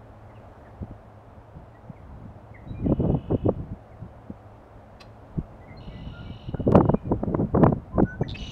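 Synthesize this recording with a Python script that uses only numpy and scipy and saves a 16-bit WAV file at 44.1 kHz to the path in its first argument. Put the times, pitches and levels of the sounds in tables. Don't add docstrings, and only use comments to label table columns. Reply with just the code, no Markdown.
import sys
import numpy as np
from scipy import signal
from scipy.fft import rfft, irfft, next_fast_len
from scipy.io import wavfile
from scipy.ndimage import map_coordinates

SR = 44100
rng = np.random.default_rng(int(sys.argv[2]) if len(sys.argv) > 2 else 0)


def inscribe(sig):
    pcm = np.round(np.clip(np.atleast_2d(sig).T, -1, 1) * 32767)
    wavfile.write(sys.argv[1], SR, pcm.astype(np.int16))


N = 375291

# f/Hz, relative level/dB, place/beat, length/beat, pitch arch/share of f
FIRST_FAR_BEAT = [(2950, 0, 0.5, .6, 0.055), (2570, -5, 0.6, 0.51, 0.023), (3350, -11, 0.2, 0.91, .03)]
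SECOND_FAR_BEAT = [(2940, 0, 0.4, .62, 0.062), (2610, -13.5, 0.55, 0.63, .03), (3570, -16, 0.54, .9, .03),
                   (3820, -10.5, .5, 0.69, 0.028), (4120, -13, .9, 0.83, 0.045), (5523, -18, .1, 0.32, .04)]
CLOSE_BEAT = [(2920, 1, 0.34, 0.99, 0.037), (2630, -14, 0.3, .9, .04), (3660, -13, 0.15, 0.53, 0.022),
              (3800, -5, .45, 0.7, 0.065), (4360, -14, .8, 1, .04), (5970, -9, 0.88, 0.35, 0.024),
              (6200, -16.5, 0.35, .8, .04)]
# t/s, length/s, start f/Hz, end f/Hz, level/dB
OPENING_NOTES = [(8.045, 0.12, 1463, 1518, -39.5), (8.068, 0.071, 5900, 6090, -73),
                 (8.208, 0.031, 6070, 6320, -65.5), (8.214, 0.034, 2373, 2240, -56),
                 (8.236, 0.057, 6116, 5690, -73), (8.233, 0.0073, 1650, 1947, -39.5),
                 (8.238, 0.022, 1940, 1994, -52)]
LEAD_IN_NOTES = [(8.339, 0.033, 2465, 2717, -36.5), (8.362, 0.026, 4470, 4876, -49.5)]
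# t/s, level/dB
STUTTER_CHIPS = [(8.2825, -42), (8.2922, -35), (8.3015, -36), (8.3105, -36.5), (8.3195, -42), (8.3285, -47)]
# f/Hz, relative level/dB
CHECK_PARTIALS = [(1150, -0.5), (1750, -10), (2640, -1.5), (3380, -5.5), (4140, -1.5), (4870, -4),
                  (5600, -12)]
# f/Hz, relative density/dB
RASP_SPECTRUM = [(700, -46), (1500, -5), (4800, -8), (6500, -18), (8500, -20), (10500, -28.5),
                 (13000, -24.5), (16000, -44.5)]
# t/s, start f/Hz, level/dB
FAR_SLURS = [(.29, 2270, -64), (.35, 3000, -63.5), (.65, 2000, -57), (1.955, 2400, -62.5),
             (2.54, 2234, -48.5), (2.835, 2250, -60), (3.91, 2357, -65), (5.675, 2291, -54.5)]
# t/s, length/s, f/Hz, level/dB
FAR_WHISTLES = [(1.742, 0.029, 1920, -62), (2.672, 0.059, 3867, -60.5), (2.737, .091, 2407, -58.5),
                (5.607, 0.061, 2002, -58.5), (5.685, 0.064, 2074, -53.5), (5.768, .028, 4207, -53),
                (5.888, 0.078, 2255, -59), (5.905, 0.15, 1995, -59), (6.119, .13, 1408, -49),
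                (6.245, 0.066, 2306, -61), (6.55, 0.047, 1447, -52), (6.944, 0.051, 2420, -58),
                (7.919, 0.09, 1032, -45)]
# f/Hz, t60/s
REED_DECAY = [(1500, .4), (2600, .75), (4000, .6), (6000, .3)]
# crest t/s, level/dB, half-length/s
WIND_GUSTS = [(1.585, -43.5, 0.038), (2.19, -42.5, 0.14), (2.819, -34, .11), (3.08, -24.5, 0.094),
              (3.319, -26.5, 0.031), (3.479, -25.5, 0.043), (3.611, -33, 0.054), (4.038, -39.5, 0.035),
              (6.049, -40, 0.3745), (6.78, -19, .095), (7.113, -24.5, .04), (7.348, -25.5, 0.12),
              (7.628, -22, .095), (7.994, -28, 0.048), (8.33, -35.5, 0.24)]
# t/s, level/dB, centre f/Hz
EDDIES = [(0.829, -27, 167), (0.912, -36, 130), (1.9, -34, 107), (2.262, -37, 166), (2.863, -17.5, 177),
          (2.902, -18, 248), (2.922, -14, 281), (3.003, -19, 197), (3.059, -25, 275), (3.105, -16, 278),
          (3.147, -19, 220), (3.35, -17, 233), (3.467, -17.5, 187), (3.493, -14, 311), (3.731, -27.5, 169),
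          (4.307, -30, 158), (5.39, -22, 113), (6.07, -31, 111), (6.307, -32.5, 123.8), (6.495, -27.5, 133),
          (6.546, -20.5, 370), (6.609, -22.5, 251.4), (6.678, -15, 213), (6.726, -14, 400),
          (6.754, -8.5, 380), (6.78, -13.5, 350), (6.81, -14, 362), (6.855, -21, 333.5),
          (6.896, -12.5, 413.2), (6.944, -13, 385), (7.125, -15.5, 322.8), (7.236, -20, 324),
          (7.349, -18, 397), (7.553, -15, 392), (7.574, -18, 380.3), (7.638, -7, 359.4),
          (7.665, -11.5, 417.5), (7.727, -17.5, 300), (7.985, -15.5, 320), (8.001, -14, 362),
          (8.031, -12.5, 242), (8.218, -17, 316)]
# t/s, relative peak/dB
OVERLOADS = [(6.7201, -29), (6.7528, -47), (6.762, -27.5), (7.6345, -35.5), (8.0304, -42.5)]
# f/Hz, relative density/dB
MURMUR_SPECTRUM = [(15, -38.5), (25, -6), (113, -1), (129, -12.5), (164, -12.5), (183, -26.5), (209, -3),
                   (240, -19), (274, -8.5), (349, -13), (648, -6.5), (1530, -22), (1800, -26.5),
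                   (4500, -44), (15500, -56.5)]
# f/Hz, relative level/dB
ENGINE_LINES = [(70.0, -61), (107.7, -52.5), (215.3, -63.5), (269.2, -66.5)]


def trill(beat, start, end, beat_hz, db, swell_db, rough, fade_s=.0034):
    out, t = np.zeros(N), clock(end - start)
    gate = np.clip(np.minimum(t, t[-1] - t) / fade_s, 0, 1)
    effort = gate * amp(db + swell_db * (t / t[-1] - 1.5))
    for hz, tone_db, place, share, arch in beat:
        u = 2 * ((beat_hz * t - place + .5) % 1 - .5) / share
        pitch = hz * (1 + arch * (.3 - np.minimum(u ** 2, 1.5)) + .011 * wobble(220, t))
        level = amp(tone_db + 2 * wobble(200, t)) / (1 + u ** 6)
        add(out, start, effort * level * tone(pitch, t, rough, rough_rate=1100))
    return out


def notes(table, rough, rough_rate, taper=.72):
    out = np.zeros(N)
    for s, length, start_hz, end_hz, db in table:
        t = clock(length)
        swell = np.sin(np.pi * t / length) ** taper
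        pitch = start_hz + (end_hz - start_hz) * t / length
        add(out, s, amp(db) * swell * tone(pitch, t, rough, rough_rate))
    return out


def stutter(top_hz=5200, rest_hz=3480, drop_s=.0012, chip_s=.0066):
    out, t = np.zeros(N), clock(chip_s)
    pitch = rest_hz + (top_hz - rest_hz) * np.exp(-t / drop_s)
    swell = np.sin(np.pi * (t / chip_s) ** .7) ** 1.3
    for s, db in STUTTER_CHIPS:
        add(out, s, amp(db) * swell * tone(pitch, t, rough=.25, rough_rate=2000))
    return out


def check(s=5.013, db=-49, hiss_db=-48, width_s=.0065):
    out, t = np.zeros(N), clock(.06)
    from_crest = t - t.mean()
    swell = np.exp(-.5 * (from_crest / width_s) ** 2)
    bend = 1 - .0548 * np.tanh(from_crest / .01275) ** 2
    stack = sum(amp(level) * tone(hz * bend, t, rough=.7, rough_rate=700)
                for hz, level in CHECK_PARTIALS)
    hiss = noise(lambda hz: amp(along(RASP_SPECTRUM, hz)), len(t))
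    add(out, s - t.mean(), amp(db) * swell * stack + amp(hiss_db) * swell ** 2 * hiss)
    return out


def rasp(song, hiss_db, octave_db, dull_hz):
    analytic = signal.hilbert(song, next_fast_len(N))[:N]
    octave = np.cos(2 * np.angle(analytic))
    hiss = noise(lambda hz: amp(along(RASP_SPECTRUM, hz)) / np.hypot(1, (hz / dull_hz) ** 4), N)
    return np.abs(analytic) * (amp(hiss_db) * hiss + amp(octave_db) * octave)


def close_male():
    opening = notes(OPENING_NOTES, rough=.037, rough_rate=750)
    buzz = stutter() + notes(LEAD_IN_NOTES, rough=.6, rough_rate=1500, taper=2)
    buzz += trill(CLOSE_BEAT, start=8.383, end=8.54, beat_hz=38.9, db=-43.3, swell_db=2, rough=.62)
    return opening + buzz + rasp(buzz, hiss_db=-19, octave_db=-37, dull_hz=7730) + check()


def far_calls(slur_s=.034, fall=.8, lift=.01):
    slurs = [(s, slur_s, hz, hz * fall, db) for s, hz, db in FAR_SLURS]
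    whistles = [(s, length, hz * (1 - lift), hz * (1 + lift), db) for s, length, hz, db in FAR_WHISTLES]
    return notes(slurs, rough=.46, rough_rate=330) + notes(whistles, rough=.28, rough_rate=200)


def reeds(x, early_db=3, early_t60=.044):
    hz, t, spectrum = signal.stft(rng.standard_normal(SR), SR, nperseg=256)
    marsh = amp(-60 * t / along(REED_DECAY, hz)[:, None])
    stems = amp(early_db - 60 * t / early_t60)
    tail = signal.istft(spectrum * (marsh + stems), SR, nperseg=256)[1]
    return signal.fftconvolve(x, np.pad(tail / np.linalg.norm(tail), (200, 0)))[:N]


def shore(x, delay_s=.42, db=-11.5, dull_hz=3900):
    late = np.pad(reeds(x), (int(delay_s * SR), 0))[:N]
    return amp(db) * filtered(late, lambda hz: 1 / np.hypot(1, (hz / dull_hz) ** 6))


def turbulence(centre_hz, speed, low_hz, reach, steep):
    def spectrum(hz):
        bass_cut = (hz / np.hypot(hz, low_hz)) ** 2.3
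        return bass_cut * np.exp(-(hz / (reach * centre_hz)) ** steep)
    return map_coordinates(noise(spectrum, len(speed)), [np.cumsum(speed)], mode="mirror")


def breeze(lull_db=-56.5, calm_db=-33, lumps_db=3.5, flank=3.3, quicken=.58):
    t = np.arange(N) / SR
    gusts = (amp(db) / (1 + np.abs((t - s) / half_s) ** flank) for s, db, half_s in WIND_GUSTS)
    power = amp(lull_db) ** 2 + sum(gust ** 2 for gust in gusts)
    level_db = 10 * np.log10(power) + lumps_db * wobble(35, t)
    speed = np.clip(amp(quicken * (level_db - calm_db)), 1, 2.5)
    return amp(level_db) * turbulence(128, speed, low_hz=60, reach=.59, steep=.83)


def buffets(cycles=2.913, typical_db=-20.5, growth=.2, soft_hz=250):
    out, t = np.zeros(N), np.arange(8192) / SR
    middle = t.mean()
    for s, db, centre_hz in EDDIES:
        length = cycles * amp(growth * (db - typical_db)) / centre_hz
        swell = np.exp(-.5 * np.abs((t - middle) / (.4915 * length)) ** 1.305)
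        flow = swell * amp(3.2 * np.tanh(wobble(170, t)))
        speed = np.sqrt(np.clip(flow, .2, 1.2))
        reach = 1.655 * (centre_hz / soft_hz) ** .26
        puff = flow * turbulence(centre_hz, speed, low_hz=82, reach=reach, steep=1.392)
        add(out, s - middle, amp(db) * puff * np.linalg.norm(swell) / np.linalg.norm(puff))
    return out


def overload_ticks(gain_db=5, decay_s=.00006):
    out, t = np.zeros(N), clock(.002)
    for s, db in OVERLOADS:
        add(out, s, amp(db + gain_db) * t / decay_s * np.exp(1 - t / decay_s))
    return out


def far_traffic(murmur_db=-49, engine_db=-1):
    t = np.arange(N) / SR
    swell = amp(murmur_db + .4 * wobble(2, t))
    murmur = swell * noise(lambda hz: amp(along(MURMUR_SPECTRUM, hz)), N)
    drone = sum(amp(db + engine_db) * tone(np.full(N, hz), t, rough=1.1, rough_rate=9.9)
                for hz, db in ENGINE_LINES)
    return murmur + drone


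def amp(db):
    return 10 ** (np.asarray(db) / 20)


def along(points, hz):
    freqs, values = np.transpose(points)
    return np.interp(np.log(hz + 1), np.log(freqs + 1), values)


def clock(length):
    return np.arange(int(length * SR)) / SR


def wobble(rate, t):
    return map_coordinates(rng.standard_normal(8192), [t * rate], mode="wrap")


def filtered(x, response):
    size = next_fast_len(len(x) + 4096)
    return irfft(rfft(x, size) * response(np.fft.rfftfreq(size, 1 / SR)), size)[:len(x)]


def noise(response, size):
    x = filtered(rng.standard_normal(size), response)
    return x / np.sqrt(np.mean(x ** 2) + 1e-20)


def tone(hz, t, rough, rough_rate):
    return np.sqrt(2) * np.sin(2 * np.pi * np.cumsum(hz) / SR + rough * wobble(rough_rate, t))


def add(track, s, sound):
    part = track[max(int(s * SR), 0):][:len(sound)]
    part += sound[:len(part)]


def scene():
    first = trill(FIRST_FAR_BEAT, start=2.85, end=3.485, beat_hz=45.5, db=-60, swell_db=4.5, rough=.36)
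    second = trill(SECOND_FAR_BEAT, start=5.803, end=6.505, beat_hz=44.4, db=-54.5, swell_db=2, rough=.36)
    second += rasp(second, hiss_db=-22.5, octave_db=-38, dull_hz=6000)
    far = first + second + far_calls()
    close = close_male()
    scatter = amp(-6.5) * reeds(far) + amp(-10) * reeds(close, early_db=14, early_t60=.12)
    echo = shore(second)
    wind = breeze() + buffets() + overload_ticks()
    return (far + close + scatter + echo + wind + far_traffic())[None]


def record(dry, ceiling=.68, top_hz=15750):
    rounded = dry[0] / (1 + (dry[0] / ceiling) ** 6) ** (1 / 6)
    return filtered(np.pad(rounded, SR, "reflect"), lambda hz: hz < top_hz)[None, SR:-SR]


dry = scene()
out = record(dry)
inscribe(out)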